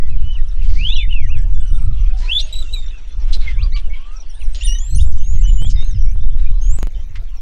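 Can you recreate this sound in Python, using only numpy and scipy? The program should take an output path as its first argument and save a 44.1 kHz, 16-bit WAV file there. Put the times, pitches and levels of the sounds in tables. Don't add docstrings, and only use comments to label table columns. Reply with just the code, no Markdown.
import sys
import numpy as np
from scipy import signal
from scipy.fft import rfft, irfft, next_fast_len
from scipy.io import wavfile
from scipy.ndimage import uniform_filter1d, minimum_filter1d, map_coordinates

SR = 44100
rng = np.random.default_rng(int(sys.argv[2]) if len(sys.argv) > 2 else 0)


def generate_wav(signal):
    frames = np.transpose(np.atleast_2d(signal))
    scaled = np.clip(frames, -1, 1) * 32767
    pcm = np.round(scaled).astype(np.int16)
    wavfile.write(sys.argv[1], SR, pcm)


N = 326781

# (second harmonic level/dB, third harmonic level/dB, roughness,
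# [(t/s, pitch f/Hz, level/dB)])
NEAR_CALLS = [ (-40, -46, 0.86, [(0.758, 2010, -45.5), (0.852, 2960, -21.5), (.892, 3393, -24),
              (.922, 3650, -23), (0.946, 4060, -27), (0.952, 3844, -22.5), (0.96, 3010, -27.5),
              (1.03, 2247, -33), (1.062, 1920, -46)]), (-34, -47, .7, [(.962, 3210, -31), (.98, 3460, -29),
              (1.015, 3550, -30.5), (1.06, 3620, -51.5), (1.15, 3580, -57), (1.26, 2970, -62)]),
              (-38, -46, 0.77, [(1.088, 2430, -45.5), (1.107, 3045, -31.5), (1.147, 2775, -27.5),
              (1.193, 2465, -36.5), (1.271, 1820, -47)]), (-6, -35, .6, [(1.546, 3490, -55),
              (1.63, 3440, -56)]), (-35.5, -39, 0.65, [(2.275, 2410, -42), (2.305, 2760, -21),
              (2.333, 3385, -17.5), (2.355, 3433, -15), (2.381, 3584, -17.5), (2.393, 3994, -23),
              (2.408, 4100, -21)]), (-36, -44, .6, [(2.408, 5860, -37), (2.418, 5760, -35),
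              (2.424, 6530, -41), (2.444, 6500, -39), (2.468, 6660, -55)]),
              (-13, -27, 0.85, [(2.525, 3860, -33), (2.592, 3930, -34), (2.622, 3940, -38.5),
              (2.632, 3430, -34)]), (-33, -42, .8, [(2.65, 2830, -49), (2.698, 2656, -47.5),
              (2.716, 3090, -54), (2.762, 2400, -42), (2.792, 2220, -57)]),
              (-16, -29, 0.97, [(2.727, 3920, -27.5), (2.742, 3947, -28), (2.766, 3750, -37),
              (2.844, 3640, -49), (2.89, 3580, -45)]), (-35, -48.5, 0.67, [(3.564, 2020, -52.5),
              (3.59, 2330, -42.5), (3.61, 2760, -40.5), (3.626, 3690, -40.5), (3.637, 4830, -39),
              (3.657, 4570, -50.5)]), (3, -33, .5, [(3.72, 1835, -51.5), (3.745, 2280, -42),
              (3.759, 2293, -42)]), (-13, -48, 0.64, [(4.61, 2760, -30), (4.62, 2750, -28.5),
              (4.639, 3714, -33.5), (4.663, 3634, -34.5), (4.672, 3100, -36)]),
              (0, -18, .45, [(4.667, 3050, -32.5), (4.683, 2827, -30.5), (4.72, 2880, -34),
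              (4.771, 3050, -40), (4.79, 2900, -47)]), (-37.5, -40, .5, [(4.785, 5980, -26.5),
              (4.795, 6780, -38), (4.881, 7560, -42), (4.948, 7850, -43.5), (4.963, 9450, -32),
              (4.98, 9730, -32), (5.004, 9370, -53), (5.014, 9150, -39.5), (5.036, 8980, -40),
              (5.056, 8500, -62)]), (-49, -55, .5, [(4.947, 5680, -36), (4.961, 6440, -37),
              (4.972, 6370, -37), (4.978, 5200, -41), (4.986, 6750, -37), (5.033, 6440, -47)]),
              (-14, -35, 0.53, [(4.982, 2850, -37), (4.994, 2820, -29.5), (5.004, 3430, -27),
              (5.013, 3740, -32), (5.031, 3700, -43), (5.046, 2900, -57)]),
              (-39, -45, .5, [(5.039, 7000, -46), (5.114, 7940, -53), (5.124, 6240, -49), (5.14, 6170, -55),
              (5.19, 7670, -50)]), (-39, -45, 0.57, [(5.182, 6000, -52.5), (5.286, 6680, -45),
              (5.336, 7060, -44.5), (5.342, 6400, -48), (5.382, 6620, -46), (5.39, 7580, -50),
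              (5.42, 7430, -46.5), (5.438, 6080, -42), (5.455, 6100, -42), (5.464, 5460, -46),
              (5.47, 7050, -48)]), (-38, -45, .15, [(5.412, 2610, -58), (5.45, 2970, -41),
              (5.475, 3030, -37), (5.503, 2920, -37), (5.509, 3250, -50)]),
              (-38, -44.5, 0.6, [(5.47, 6980, -43), (5.488, 7130, -42), (5.54, 7010, -49),
              (5.608, 7050, -45), (5.63, 8340, -45.5), (5.645, 8030, -48), (5.663, 7070, -44.5),
              (5.69, 7240, -37), (5.698, 7770, -46.5), (5.712, 5230, -46)]),
              (-37, -44, .15, [(5.572, 3100, -53), (5.59, 2927, -40), (5.637, 3110, -36),
              (5.672, 3436, -37), (5.682, 4900, -58), (5.694, 3090, -40), (5.713, 2930, -49)]),
              (-36, -39, .15, [(5.757, 3950, -52), (5.773, 3634, -40.5), (5.83, 3700, -37),
              (5.843, 4090, -53), (5.89, 4120, -55)]), (-39, -42, 1.3, [(5.809, 6300, -58),
              (5.897, 6460, -46), (5.927, 5500, -53), (5.972, 5040, -54)]),
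              (-39, -44, 0.55, [(6.613, 6310, -45.5), (6.693, 6740, -42.5), (6.765, 8020, -37.5),
              (6.78, 7790, -50), (6.787, 6800, -42), (6.836, 6540, -54), (6.855, 7400, -66)]), ]
FOURTH_DB = -9.5
# (start t/s, length t/s, first f/Hz, turn f/Hz, last f/Hz,
# turn as a share of the length, level at the turn/dB)
SHORT_NOTES = [ (.006, 0.097, 1945, 1960, 2020, 0, -52.5), (0.088, .072, 2676, 2580, 2170, 0.5, -49.5),
               (0.24, 0.11, 2946, 3008, 2880, 0.7, -38), (.343, 0.041, 3130, 2970, 2290, .35, -38),
               (0.384, 0.034, 1990, 1940, 1780, 0.1, -48), (0.59, 0.062, 3050, 2760, 2420, 0.48, -49.5),
               (.888, 0.07, 2300, 2870, 3000, 0.7, -27), (1.263, 0.028, 2900, 2820, 2770, .5, -46),
               (1.28, 0.088, 1033, 1350, 1620, .6, -55), (1.285, 0.11, 2230, 2860, 1970, 0.37, -33),
               (1.36, 0.025, 3280, 3380, 3350, 0.4, -43), (1.364, .097, 1684, 1684, 1730, 0.03, -48),
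               (1.585, 0.29, 8000, 8700, 8230, 0.46, -64.5), (1.626, 0.095, 2990, 2980, 2914, 0.45, -49),
               (1.723, 0.045, 3650, 3570, 3580, 0.97, -49), (1.968, 0.1, 2850, 2784, 2680, 0.5, -53),
               (2.06, 0.041, 3180, 3330, 3540, 0.53, -53), (2.1, 0.1, 700, 766, 710, 0.5, -47.5),
               (2.102, 0.035, 2690, 2600, 2310, 0.05, -47), (2.198, 0.12, 927, 1003, 942, 0.49, -48),
               (2.352, 0.27, 620, 623, 620, 0, -57), (2.458, 0.085, 8200, 8700, 8200, 0.3, -60),
               (2.466, 0.042, 2700, 2680, 2530, 0.1, -48), (2.537, 0.026, 3700, 3400, 2070, .2, -41),
               (2.677, 0.048, 3550, 3570, 3920, .15, -45), (2.908, 0.092, 2550, 2710, 2400, 0.47, -50),
               (3.462, 0.0504, 2253, 2117, 1914, 0.41, -25), (3.52, .046, 3360, 3580, 3580, .8, -50),
               (3.607, 0.064, 1284, 1108, 1030, 0.73, -47.5), (3.743, .05, 1170, 1164, 1050, 0.6, -45.5),
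               (3.899, .068, 2175, 2270, 2020, .68, -37), (3.935, 0.07, 3070, 3270, 2840, 0.52, -51),
               (3.959, 0.24, 1020, 1295, 1300, .85, -52), (4.3, 0.09, 2920, 3650, 3840, .7, -51.5),
               (4.341, 0.16, 8800, 9050, 8950, 0.5, -59), (1.358, 0.076, 8600, 7730, 7650, 0.46, -64),
               (1.779, 0.033, 3070, 3700, 4100, 0.3, -53), (4.401, 0.035, 3110, 2700, 1800, 0.53, -39),
               (4.536, 0.11, 6440, 7080, 6950, 0.85, -43), (4.633, 0.049, 8720, 9140, 9500, 0.53, -23),
               (4.748, 0.03, 3850, 3800, 3690, 0.2, -39), (4.785, 0.092, 3260, 3340, 3450, 0.4, -49.5),
               (4.877, 0.096, 4020, 4260, 4020, .85, -46), (5.369, 0.062, 2000, 2035, 2120, 0.1, -52),
               (5.692, .042, 6340, 6380, 6590, 0.3, -42), (5.709, 0.11, 5160, 4920, 5370, 0.35, -48),
               (5.749, 0.11, 2000, 2130, 2300, .4, -51), (5.985, 0.075, 5940, 5720, 5500, .4, -51.5),
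               (6.048, 0.081, 5570, 5530, 6300, .4, -52), (5.845, 0.079, 8500, 8500, 8450, .5, -71),
               (6.192, 0.082, 3250, 3660, 3750, 0.3, -55), (6.449, .048, 2370, 2400, 2500, 0.4, -47.5),
               (6.877, .035, 3100, 2740, 2050, .5, -61), (0.958, 0.093, 3050, 3000, 2950, .6, -35),
               (.952, 0.078, 4000, 3870, 4050, 0.16, -39), (2.219, .08, 4000, 4220, 5000, .6, -46),
               (2.402, .06, 2900, 2800, 2720, .4, -40), (2.33, .06, 11100, 11200, 11400, .5, -70),
               (3.329, .045, 3950, 4080, 3900, .5, -30.5), (3.344, .02, 5700, 5670, 5650, .5, -46),
               (3.415, .045, 2300, 2250, 2050, .3, -46), (3.4, 0.051, 1500, 1503, 1450, 0.3, -48.5),
               (3.469, .02, 3500, 3340, 3200, 0.4, -40), (3.503, .085, 1900, 1650, 1420, .6, -58),
               (3.612, .06, 2400, 2460, 2380, 0.7, -47.5), (3.757, .014, 3250, 2950, 2600, .4, -33.5),
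               (3.76, .02, 4400, 4110, 3700, .3, -37), (3.757, 0.028, 2300, 2300, 2280, 0.4, -41),
               (4.79, 0.18, 10500, 11500, 11500, .6, -72.5), (4.9, 0.04, 6350, 6300, 6200, 0.4, -54),
               (4.524, 0.029, 8000, 8750, 9600, .7, -53), (5.316, .045, 2650, 3100, 3550, .5, -54),
               (5.381, 0.039, 4350, 4420, 4450, .6, -63), (5.43, 0.065, 1500, 1750, 2350, .4, -60),
               (5.6, .07, 3300, 3500, 3740, 0.6, -56), (5.888, 0.064, 3700, 3700, 3670, 0.5, -57),
               (4.575, .05, 4800, 5280, 5880, 0.5, -49), (5.032, .02, 5500, 5420, 5410, .4, -45),
               (6.37, 0.14, 3850, 3850, 3700, .2, -58), (6.946, 0.091, 3140, 3030, 3180, 0.17, -57), ]
HUSH_DB, RISE, FALL = -63.5, 0.53, 0.61
# (start t/s, level/dB)
CHIP_TIMES = [(.322, -60), (.472, -65), (2.022, -61), (2.85, -57), (2.975, -60), (3.2, -57), (0.957, -42),
              (1.226, -50.5), (1.374, -53), (4.155, -44), (4.198, -44.5), (4.29, -43), (4.435, -48.5),
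              (7.358, -54.5)]
# (length t/s, first f/Hz, turn f/Hz, last f/Hz, turn as a share of the length)
CHIP_SHAPE = (.031, 6100, 5750, 5200, 0.39)
# (start t/s, length t/s, first f/Hz, turn f/Hz, last f/Hz, turn as a share of the length,
# level/dB, bead rate f/Hz)
BEADED_NOTES = [(1.551, .55, 1610, 1300, 1132, .5, -50.5, 23.5),
                (4.578, 0.28, 1910, 1893, 1865, 0.48, -44.5, 29)]
# (start t/s, length t/s, rise as a share of the length, throat f/Hz,
# width of each resonance f/Hz, level/dB)
HARSH_CALLS = [(.62, 0.27, 0.1, 2800, 4900, -47.5), (0.65, 0.26, 0.5, 4520, 970, -46.5),
               (0.66, 0.2, 0.6, 6100, 640, -54), (.87, 0.087, .4, 6300, 900, -52),
               (4.62, 0.16, 0.2, 11300, 3000, -59), (4.96, 0.096, .3, 11300, 3000, -57),
               (4.635, .13, .2, 9200, 750, -49), (1.1, 0.056, 0.9, 2860, 1100, -45.5),
               (2.165, 0.18, 0.17, 4700, 4100, -46.5), (2.383, 0.034, 0.63, 3800, 750, -21.5),
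               (2.393, 0.035, 0.1, 8800, 3400, -44), (2.5, 0.32, 0.7, 6900, 2800, -53.5),
               (3.325, 0.035, 0.17, 3980, 1700, -28), (3.325, .045, .1, 8700, 2500, -47),
               (3.398, 0.065, 0.3, 3900, 840, -41), (3.4, 0.13, 0.87, 2300, 2000, -40.5),
               (3.27, 0.048, 0.52, 2000, 3200, -48), (3.76, 0.045, 0.17, 3060, 2100, -36.5),
               (3.93, 0.16, 0, 2660, 1000, -49.5), (4.547, 0.029, 0, 3700, 3100, -35.5),
               (4.57, 0.16, 0.2, 3200, 2300, -42.5), (4.98, 0.07, .05, 5500, 2700, -39),
               (1.1, 0.079, 0, 2700, 250, -41), (5.75, 0.084, 0.5, 2100, 540, -51.5),
               (5.12, 0.077, 0.4, 5500, 2700, -49.5), (5.692, 0.036, 0.4, 5400, 3900, -37),
               (6.358, 0.15, 0.25, 1950, 3200, -51), (5.338, 0.048, .3, 2800, 1700, -51),
               (2.44, 0.24, 0.1, 3500, 2000, -46), (2.203, 0.17, 0.16, 2100, 1800, -45),
               (7.153, 0.029, 0.1, 2100, 2400, -38.5)]
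# (t/s, buffet level/dB, flutter level/dB)
WIND_COURSE = [(0.0, -12.5, -28.5), (0.17, -5, -15.5), (0.53, -9, -32), (0.74, -2, -16.5),
               (1.019, -8, -27.5), (1.39, -4.5, -17.5), (1.92, -5, -19.5), (2.28, -11.5, -35),
               (2.85, -11.5, -42), (3.06, -21.5, -62), (3.2, -11, -43.5), (3.63, -5, -22.5),
               (3.93, -9.5, -35), (4.05, -21, -55), (4.21, -24, -68), (4.5, -11.5, -31), (4.82, -8.5, -40),
               (4.89, -9, -24), (4.99, -3.5, -9.5), (5.19, -3, -22.5), (5.54, -2, -15.5),
               (6.0, -7.5, -25.5), (6.17, -6.5, -20), (6.66, -7.5, -31), (7.19, -16, -27.5),
               (7.41, -18, -55)]
# (f/Hz, level/dB)
BUFFET_SPECTRUM = [(3, -24.5), (8, 8), (20, -4), (35, -5.5), (60, -20.5), (100, -39.5), (300, -100)]
# (f/Hz, level/dB)
FLUTTER_SPECTRUM = [(25, -49), (55, -2), (95, -11), (132, -21), (271, -43.5), (400, -58), (800, -99.5)]
# (t/s, level before the window/dB)
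GUST_TICKS = [(5.071, -43), (5.17, -34), (5.645, -38), (6.155, -40), (6.234, -37.5)]
# (t/s, step in linear amplitude)
SIGNAL_STEPS = [(0.1635, 0.06), (3.372, 0.048), (5.6227, 0.09), (5.829, -0.043), (6.788, 0.11),
                (6.8296, -0.28), (6.8713, .11)]
# (f/Hz, level/dB)
HIGH_RASP_SPECTRUM = [(2000, -28), (6000, -20), (9000, -6.5), (13000, -1), (15500, -5.5)]
# (f/Hz, level/dB)
HAZE_SPECTRUM = [(120, 1.5), (300, -2.5), (500, -2.5), (1600, -7.5), (3200, -7), (4850, -14.5), (6000, -16),
                 (6900, -20), (8600, -25.5), (9500, -36.5), (10200, -43), (15500, -65)]
# (t/s, level/dB)
HAZE_COURSE = [(0, -55.5), (.6, -50.5), (1.2, -54), (1.7, -53.5), (2.25, -49), (2.7, -50.5), (3.451, -47),
               (3.75, -52.5), (4.4, -50.5), (4.8, -48), (5.1, -55.5), (5.901, -52), (6.25, -59), (6.6, -52),
               (7.41, -54)]
TOP_HZ = 15800


def amp(db):
    return 10 ** (np.asarray(db) / 20)


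def unit(x):
    return x / np.sqrt(np.mean(x ** 2) + 1e-20)


def wobble(rate, size=N):
    knots = rng.standard_normal(int(size / SR * rate) + 4)
    return map_coordinates(knots, [np.arange(size) * rate / SR])


def filtered(x, response):
    size = next_fast_len(x.shape[-1] + 8192)
    spectrum = rfft(x, size) * response(np.fft.rfftfreq(size, 1 / SR))
    return irfft(spectrum, size)[..., :x.shape[-1]]


def rush(spectrum, side_db, patchy_db):
    bins = signal.stft(rng.standard_normal((2, N)), nperseg=512)[2]
    patches = uniform_filter1d(rng.standard_normal(bins.shape[1:]), size=5, axis=0)
    patches = unit(uniform_filter1d(patches, size=9, axis=1))
    pair = signal.istft(bins * amp(patchy_db * patches), nperseg=512)[1][:, :N]
    f, db = np.transpose(spectrum)
    mid, side = filtered(pair, lambda hz: amp(np.interp(np.log(hz + 1), np.log(f + 1), db)))
    side = amp(side_db) * side
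    return unit(np.array([mid + side, mid - side]))


def add(track, s, sound):
    part = track[max(round(s * SR), 0):][:len(sound)]
    part += sound[:len(part)]


def singers():
    out = np.zeros(N)
    for second_db, third_db, rough, rows in NEAR_CALLS:
        add(out, rows[0][0], note(rows, [second_db, third_db, third_db + FOURTH_DB], rough))
    chips = [(s, *CHIP_SHAPE, db) for s, db in CHIP_TIMES]
    for row in SHORT_NOTES + chips:
        rough = max(.6, -.07 * (row[-1] + 29))
        add(out, row[0], note(glide(*row), [-38, -44], rough=rough))
    for *row, rate in BEADED_NOTES:
        add(out, row[0], note(glide(*row), [-30], pulse_hz=rate))
    return out


def note(rows, overtones_db, rough=0.65, pulse_hz=0):
    s, hz, db = np.transpose(rows)
    t = np.arange(s[0], s[-1], 1 / SR)
    level_db = np.interp(t, s, db)
    pitch = uniform_filter1d(np.interp(t, s, hz), size=180)
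    strain = np.minimum(pitch / 4000, 1.9) ** 1.7 * amp(0.31 * (level_db + 46.0))
    pitch = pitch + 22 * rough * strain * wobble(330, size=len(t))
    bead = (pulse_hz * t + .5) % 1 - .5
    pitch = pitch * (1 - .35 * bead * (pulse_hz > 0) * (pitch < 1750))
    phase = 2 * np.pi * np.cumsum(pitch) / SR

    breath = rough * wobble(800, size=len(t))
    fundamental = (1 + .12 * rough * breath) * np.sin(phase)
    overtones = np.zeros(len(t))
    for k, gain_db in enumerate(overtones_db, start=2):
        audible = pitch * k < SR / 2
        overtones += amp(gain_db) * np.sin(k * phase) * audible
    tone = fundamental + (1 + .6 * breath) * overtones

    ends = np.clip(np.minimum(t - s[0], s[-1] - t) / .0018, 0, 1)
    throb_depth = rough * (0.31 + 0.15 * np.minimum(strain, 1.5))
    throb = np.abs(1 + throb_depth * wobble(189.6, size=len(t)))
    bead_gain = amp(3 * (pulse_hz > 0) * wobble(30.8, size=len(t)))
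    chop = np.cos(np.pi * pulse_hz * t) ** 4 * bead_gain
    return np.sqrt(2) * amp(level_db) * throb * ends * chop * tone


def glide(start, length, first_hz, turn_hz, last_hz, share, db):
    depth = HUSH_DB - db
    turn = start + length * np.clip(share, .05, .95)
    return [(start, first_hz, db + RISE * depth),
            (turn, turn_hz, db),
            (start + length, last_hz, db + FALL * depth)]


def rasps():
    out = np.zeros(N)
    for s, length, rise, hz, width_hz, db in HARSH_CALLS:
        u = np.arange(round(length * SR)) / (length * SR)
        puffs = amp(1.7 * wobble(390, size=len(u)))
        air = puffs * rng.standard_normal(len(u))

        def throat(f):
            resonance = 1j * f * width_hz / (hz * hz - f * f + 1j * f * width_hz)
            return resonance ** 2 / (1 + (f / 8800) ** 8)

        rise = np.clip(rise, .02, .9)
        swell = np.minimum(u / rise, (1 - u) / (1 - rise)) ** 0.59
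        add(out, s, amp(db) * swell * unit(filtered(air, throat)))
    return out


def far_flock(count=460):
    out = np.zeros(N)
    for when, kind, pitch, slope, length, loud in rng.random((count, 6)):
        voice = int(kind * 4)
        centre_hz = (2606, 3390, 5870, 8850)[voice]
        spread = (0.45, 0.39, 0.054, 0.11)[voice]
        hz = centre_hz * (1 + spread * (pitch - .5))
        db = (-67, -67, -71, -77)[voice] + 11 * loud ** 3
        end = .02 + .06 * length ** 2
        rows = [(0, hz * (1.08 - .1 * slope), db - 2.5),
                (end / 2, hz, db + 2.5),
                (end, hz * (.88 + 0.16 * slope), db - 3)]
        s = when * N / SR
        add(out, s, amp(-5 * (s > 6.7)) * note(rows, [-30], rough=1.92))
    return out


def scatter(x, t60=0.13):
    t = np.arange(SR // 4) / SR
    mid, side = rng.standard_normal((2, len(t))) * amp(-60 * t / t60)
    tail = np.array([mid + .04 * side, mid - .04 * side]) / np.linalg.norm(mid)
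    delayed = np.pad(x, (200, 0))[None]
    return signal.fftconvolve(delayed, tail, axes=1)[:, :N]


def wind():
    s, buffet_db, flutter_db = np.transpose(WIND_COURSE)
    t = np.arange(N) / SR
    lumps_db = 0.74 * wobble(7.7)
    buffet = unit(amp(1.3 * lumps_db) * rush(BUFFET_SPECTRUM, side_db=-40.0, patchy_db=-1.34))
    flutter = unit(amp(lumps_db) * rush(FLUTTER_SPECTRUM, side_db=-36.0, patchy_db=4.5))
    return amp(np.interp(t, s, buffet_db)) * buffet + amp(np.interp(t, s, flutter_db)) * flutter


def ticks():
    out = np.zeros(N)
    size = SR // 120
    for s, db in GUST_TICKS:
        dull = unit(filtered(rng.standard_normal(size), lambda hz: 1 / (1 + (hz / 1300) ** 3)))
        add(out, s, amp(db) * np.hanning(size) ** 2 * dull)
    return out


def jumps(settle=.012):
    out = np.zeros(N)
    t = np.arange(SR // 8) / SR
    for s, step in SIGNAL_STEPS:
        add(out, s, step * np.exp(-t / settle))
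    return out


def ticking_insect():
    clicks = np.zeros(N)
    groups = np.arange(6.905, N / SR - .03, .0645)
    jitter = 0.0016 * rng.standard_normal((len(groups), 3))
    times = groups[:, None] + .0085 * np.arange(3) + jitter
    clicks[np.round(times * SR).astype(int)] = amp(-26.5 + 2.7 * rng.standard_normal(times.shape))
    return filtered(clicks, lambda hz: (1j * hz * 1900 / (6300 ** 2 - hz * hz + 1j * hz * 1900)) ** 4)


def high_insect(start=6.62, fade=.25):
    t = np.arange(N) / SR
    opening = np.clip((t - start) / fade, 0, 1)
    pulses = amp(8.8 * np.cos(np.pi * 13.2 * (t - 7.225)) ** 6)
    return amp(-75.0) * opening * pulses * rush(HIGH_RASP_SPECTRUM, side_db=-38.0, patchy_db=1.0)


def far_haze():
    level_db = np.interp(np.arange(N) / SR, *np.transpose(HAZE_COURSE))
    flicker_db = 1.5 * wobble(16)
    return amp(level_db + flicker_db) * rush(HAZE_SPECTRUM, side_db=-30.5, patchy_db=4.5)


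def scene():
    birds = singers() + rasps() + far_flock()
    echo = amp(-12) * scatter(birds)
    gusts = amp([[-.12], [.12]]) * wind()
    return birds + echo + gusts + ticks() + ticking_insect() + high_insect() + far_haze()


def record(dry):
    dry = dry + jumps()
    need = np.minimum(1, 0.973 / (np.abs(dry).max(axis=0) + 1e-9))
    gain = minimum_filter1d(need, size=700)
    gain = uniform_filter1d(uniform_filter1d(gain, size=350), size=350)
    return filtered(dry * gain, lambda hz: hz < TOP_HZ)


dry = scene()
out = record(dry)
generate_wav(out)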